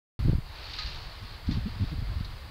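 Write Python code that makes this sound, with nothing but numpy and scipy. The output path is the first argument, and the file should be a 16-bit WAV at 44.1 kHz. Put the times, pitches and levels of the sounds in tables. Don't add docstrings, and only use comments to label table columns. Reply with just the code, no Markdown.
import sys
import numpy as np
from scipy import signal
from scipy.io import wavfile
from scipy.ndimage import uniform_filter1d

SR = 44100
rng = np.random.default_rng(int(sys.argv[2]) if len(sys.argv) > 2 else 0)


def volts_from_decibels(level):
    exponent = np.asarray(level, float) / 20
    return 10 ** exponent


def pcm_store(signal):
    levels = np.round(np.clip(np.atleast_2d(signal), -1, 1) * 32767)
    wavfile.write(sys.argv[1], SR, levels.astype(np.int16).T)


N = 110250
TIME_S = np.arange(N) / SR

# time_s, gain_db
GAIN_SETTLING = [(.19, 5.5), (.33, 4.5), (.4, 2.5), (.8, 2), (2.5, 3)]


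def rms_one(x):
    return x / np.sqrt(np.mean(x ** 2) + 1e-20)


def in_time(rows):
    return np.interp(TIME_S, *np.transpose(rows))


def filtered(x, order, hz, kind):
    return signal.sosfilt(signal.butter(order, hz, kind, fs=SR, output="sos"), x)


def drift(rate_hz):
    hop = 40
    r = np.exp(-2 * np.pi * hop * rate_hz / SR)
    noise = rng.standard_normal(N // hop + 2002)
    slow = rms_one(signal.lfilter([1], [1, -2 * r, r * r], noise)[2000:])
    return np.interp(np.arange(N) / hop, np.arange(len(slow)), slow)


def banded(spectrum, patchy_db, rate_hz):
    hz, db = np.transpose(spectrum)
    octaves = np.log2(min(hz[-1], 16000) / hz[0])
    edges_hz = hz[0] * 2 ** np.arange(0, octaves + .2, 1 / 5)
    white = rng.standard_normal((2, N + 9000))
    together = drift(rate_hz)
    out = np.zeros(N)
    for k in range(len(edges_hz) - 1):
        band = filtered(white[k % 2], 3, edges_hz[k:k + 2], "band")[-N:]
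        log_centre = np.log(edges_hz[k] * edges_hz[k + 1]) / 2
        level_db = np.interp(log_centre, np.log(hz), db)
        flicker_db = patchy_db * (.6 * together + drift(rate_hz))
        out += band * volts_from_decibels(level_db + flicker_db)
    return rms_one(out)


def resonance(hz, r):
    return [1, -2 * r * np.cos(2 * np.pi * hz / SR), r * r]


def wind_rumble():
    # time_s, level_db
    wind_level = [(.2, -32.5), (.31, -22.5), (.4, -37), (.54, -45), (.74, -43), (.88, -40), (1.05, -39.5),
                  (1.15, -45.5), (1.33, -41), (1.42, -48), (1.48, -29.5), (1.7, -37), (1.9, -34.5),
                  (2.1, -31), (2.32, -39), (2.5, -44)]
    # pitch_hz, density_db per Hz
    spectrum = [(12, -42), (20, 2), (65, -1.5), (111, -9.5), (150, -14), (172, -19.5), (300, -34.5),
                (390, -53), (660, -120)]
    rumble = banded(spectrum, patchy_db=1.5, rate_hz=12.0)
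    power = uniform_filter1d(uniform_filter1d(rumble ** 2, size=3000), size=3000)
    return volts_from_decibels(in_time(wind_level)) * rumble / np.sqrt(power)


def wind_eddies():
    eddies = [(.2, -24, 98.6, 0.02), (0.228, -23.5, 48.7, 0.026), (0.259, -20, 114.5, 0.022),
              (.284, -16.5, 150, 0.011), (0.297, -13.5, 119.4, .011), (0.333, -16.5, 147, 0.0089),
              (0.355, -18.5, 67.6, 0.021), (0.386, -20, 103, .012), (0.492, -43, 81, 0.044),
              (0.865, -30, 54.5, 0.044), (1.229, -34, 101.6, 0.035), (1.492, -19.5, 85, 0.017),
              (1.516, -24, 151, 0.024), (1.553, -30.5, 146, 0.032), (1.573, -28, 205, 0.013),
              (1.584, -24.5, 110, 0.025), (1.631, -31, 59.6, 0.044), (1.665, -28.5, 201, 0.017),
              (1.679, -38, 242, 0.023), (1.492, -27, 211, 0.011), (1.766, -28.5, 75, 0.02),
              (1.821, -19, 93.5, 0.036), (1.841, -25, 130, 0.014), (1.931, -25.5, 153, .024),
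              (1.986, -25.5, 97, 0.019), (2.026, -24.5, 108.6, .015), (2.168, -22, 61, 0.027),
              (2.21, -25.5, 95, 0.011), (2.271, -34, 94, 0.013), (2.317, -33.5, 54.3, 0.022)]
    skew, glide_depth, puff_db = 0.37, 0.38, -15.5
    puff = rms_one(filtered(rng.standard_normal(N), 3, [130, 267.7], "band"))
    luck = rng.uniform(-1.096, 1, (len(eddies), 2))
    out = np.zeros(N)
    for (start_s, peak_db, hz, length_s), (phase, glide) in zip(eddies, luck):
        since_s = TIME_S - start_s
        u = since_s / length_s
        bend = 1 + glide_depth * glide * np.clip(u, -1, 1) / 2
        turn = 2 * np.pi * hz * since_s * bend + .5 * phase
        edge = np.clip(skew * volts_from_decibels((peak_db + 14.5) / 2), 0, .7)
        swing = (edge ** 2 - 1) * np.sin(turn) / (1 + edge ** 2 - 2 * edge * np.cos(turn))
        swing = swing + volts_from_decibels(puff_db) * (hz / 120) ** 1.6 * puff
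        out += volts_from_decibels(peak_db) * np.exp(-3.5 * u ** 2) * swing
    return out


def gears():
    # pitch_hz, width_hz, level_db
    whine = [(1108, 15, -67.5), (1803, 47, -70.5), (2092, 21, -69)]
    out = np.zeros(N)
    for hz, width_hz, level_db in whine:
        r = np.exp(-np.pi * width_hz / SR)
        tone = signal.lfilter([1, 0, -1], resonance(hz, r), rng.standard_normal(N))
        out += volts_from_decibels(level_db) * rms_one(tone)
    return out


def firing():
    rate_hz, depth, t60_s = 71.93, 0.36, 0.056
    jitter_s, spread_db = .0008, 1
    start_s = np.arange(0, N / SR - .01, 1 / rate_hz)
    luck = rng.standard_normal((2, len(start_s)))
    clicks = np.zeros(N)
    clicks[(np.abs(start_s + jitter_s * luck[0]) * SR).astype(int)] = volts_from_decibels(spread_db * luck[1])
    knocks = signal.lfilter([1], [1, -volts_from_decibels(-60 / (t60_s * SR))], clicks + 1e-18)
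    return rms_one(1 - depth + depth * rms_one(knocks))


def tractor():
    # time_s, level_db
    carry = [(.19, -57), (.32, -60), (.4, -68.5), (.47, -60.5), (.6, -52), (.7, -48), (.8, -46), (.9, -46),
             (1.0, -51), (1.1, -56), (1.35, -56.5), (1.43, -62), (1.55, -53.5), (1.63, -58.5),
             (1.86, -55.5), (1.95, -59), (2.2, -60), (2.5, -62.5)]
    # pitch_hz, density_db per Hz
    clatter_spectrum = [(900, -44), (1500, -10), (2500, -1.5), (3700, -3), (4200, 5), (4700, -1),
                        (5200, -9.5), (7500, -31.5)]
    # pitch_hz, density_db per Hz
    drone_spectrum = [(180, -17), (300, -3.5), (500, -3.5), (1100, -1.5), (1500, -3.5), (2200, -7.5),
                      (3200, -10), (5000, -8)]
    carry_db = in_time(carry)
    swell_db = carry_db - carry_db.mean()
    gating = firing() ** np.clip(1 + .04 * swell_db, .5, 1.6)
    clatter = volts_from_decibels(carry_db + 4) * gating * banded(clatter_spectrum, patchy_db=.9, rate_hz=12.0)
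    drone_db = -51.5 + 0.26 * swell_db + .8 * in_time(GAIN_SETTLING)
    drone = volts_from_decibels(drone_db) * banded(drone_spectrum, patchy_db=1.1, rate_hz=8.0)
    return clatter + drone


def plunger():
    # start_s, peak_db, t60_s
    knocks = [(0.639, -42, .08), (.734, -30, 0.09), (.786, -25, 0.11), (0.804, -38, 0.054),
              (0.822, -31.5, 0.073), (.861, -32, 0.064), (0.892, -33, 0.052), (1.306, -42.5, .07),
              (1.467, -41, .08), (1.51, -34, 0.19), (1.54, -42, .1), (2.199, -45, 0.11),
              (2.246, -35, 0.071), (2.331, -50, 0.081)]
    # pitch_hz, level_db, t60_s
    chamber = [(1250, -11.5, 0.21), (1647, -6, 0.11), (2290, -14.5, 0.14), (2650, -21, 0.033),
               (3210, -14, 0.033), (3470, -15, 0.033), (4066, 0.5, 0.12), (4180, -5, 0.24),
               (4660, -8, 0.044), (5600, -23, .08), (5800, -24, .04), (6940, -54, .04)]
    # pitch_hz, density_db per Hz
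    crash_spectrum = [(900, -32), (1800, -14), (2500, -15), (3300, -9.5), (4100, 1), (4700, -4.5),
                      (5300, -17), (7500, -31)]
    ring_db, crash_db, rise_s, bounce_s = -18.5, -5.5, .0006, .006
    hard_low_db, air_cut_hz = 5.5, 7000
    start_s, peak_db, crash_t60_s = np.transpose(knocks)[:, :, None]
    bounce = np.arange(3)
    luck = rng.standard_normal((len(start_s), 3, len(chamber) + 1))
    hit_s = start_s + bounce_s * bounce * (1 + .2 * luck[:, :, -1])

    out = np.zeros(N)
    for k, (hz, level_db, t60_s) in enumerate(chamber):
        hard_db = hard_low_db * (peak_db + 31) / 5 * (hz < 3000)
        late_s = hit_s + rise_s * np.abs(luck[:, :, k - 1])
        hit_db = peak_db + level_db + hard_db + ring_db - 2 * bounce + 3 * luck[:, :, k]
        clicks = np.full(N, 1e-18)
        clicks[(late_s * SR).astype(int)] = volts_from_decibels(hit_db)
        r = volts_from_decibels(-60 / (t60_s * SR))
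        ring = signal.lfilter([0, np.sin(2 * np.pi * hz / SR)], resonance(hz, r), clicks)
        out += ring * (-1) ** k

    crash = banded(crash_spectrum, patchy_db=0, rate_hz=30.0)
    crash = crash / np.sqrt(uniform_filter1d(crash ** 2, size=150) + .05)
    age_s = np.maximum(TIME_S - start_s, 0)
    shape = volts_from_decibels(peak_db + crash_db - 60 * age_s / crash_t60_s) * (1 - np.exp(-age_s / rise_s))
    out += np.sqrt((shape ** 2).sum(axis=0)) * crash
    return filtered(out, 4, air_cut_hz, "low")


def scene():
    wind = wind_rumble() + wind_eddies()
    machine = gears() + tractor() + plunger()
    return (wind + machine)[None]


def roll_off(x):
    return signal.sosfilt(signal.butter(12, 16650, fs=SR, output="sos"), x)


def record(dry):
    start_s, fade_s, cutoff_hz = .191, .0005, 15700
    hiss_db = -65.5 + in_time(GAIN_SETTLING)
    hiss = volts_from_decibels(hiss_db) * filtered(rng.standard_normal(N), 1, 297, "high")
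    switched_on = np.clip((TIME_S - start_s) / fade_s, 0, 1)
    top_cut = signal.ellip(14, .5, 70, cutoff_hz, fs=SR, output="sos")
    mix = signal.sosfilt(top_cut, (dry + hiss) * switched_on)
    return roll_off(mix)


dry = scene()
out = record(dry)
pcm_store(out)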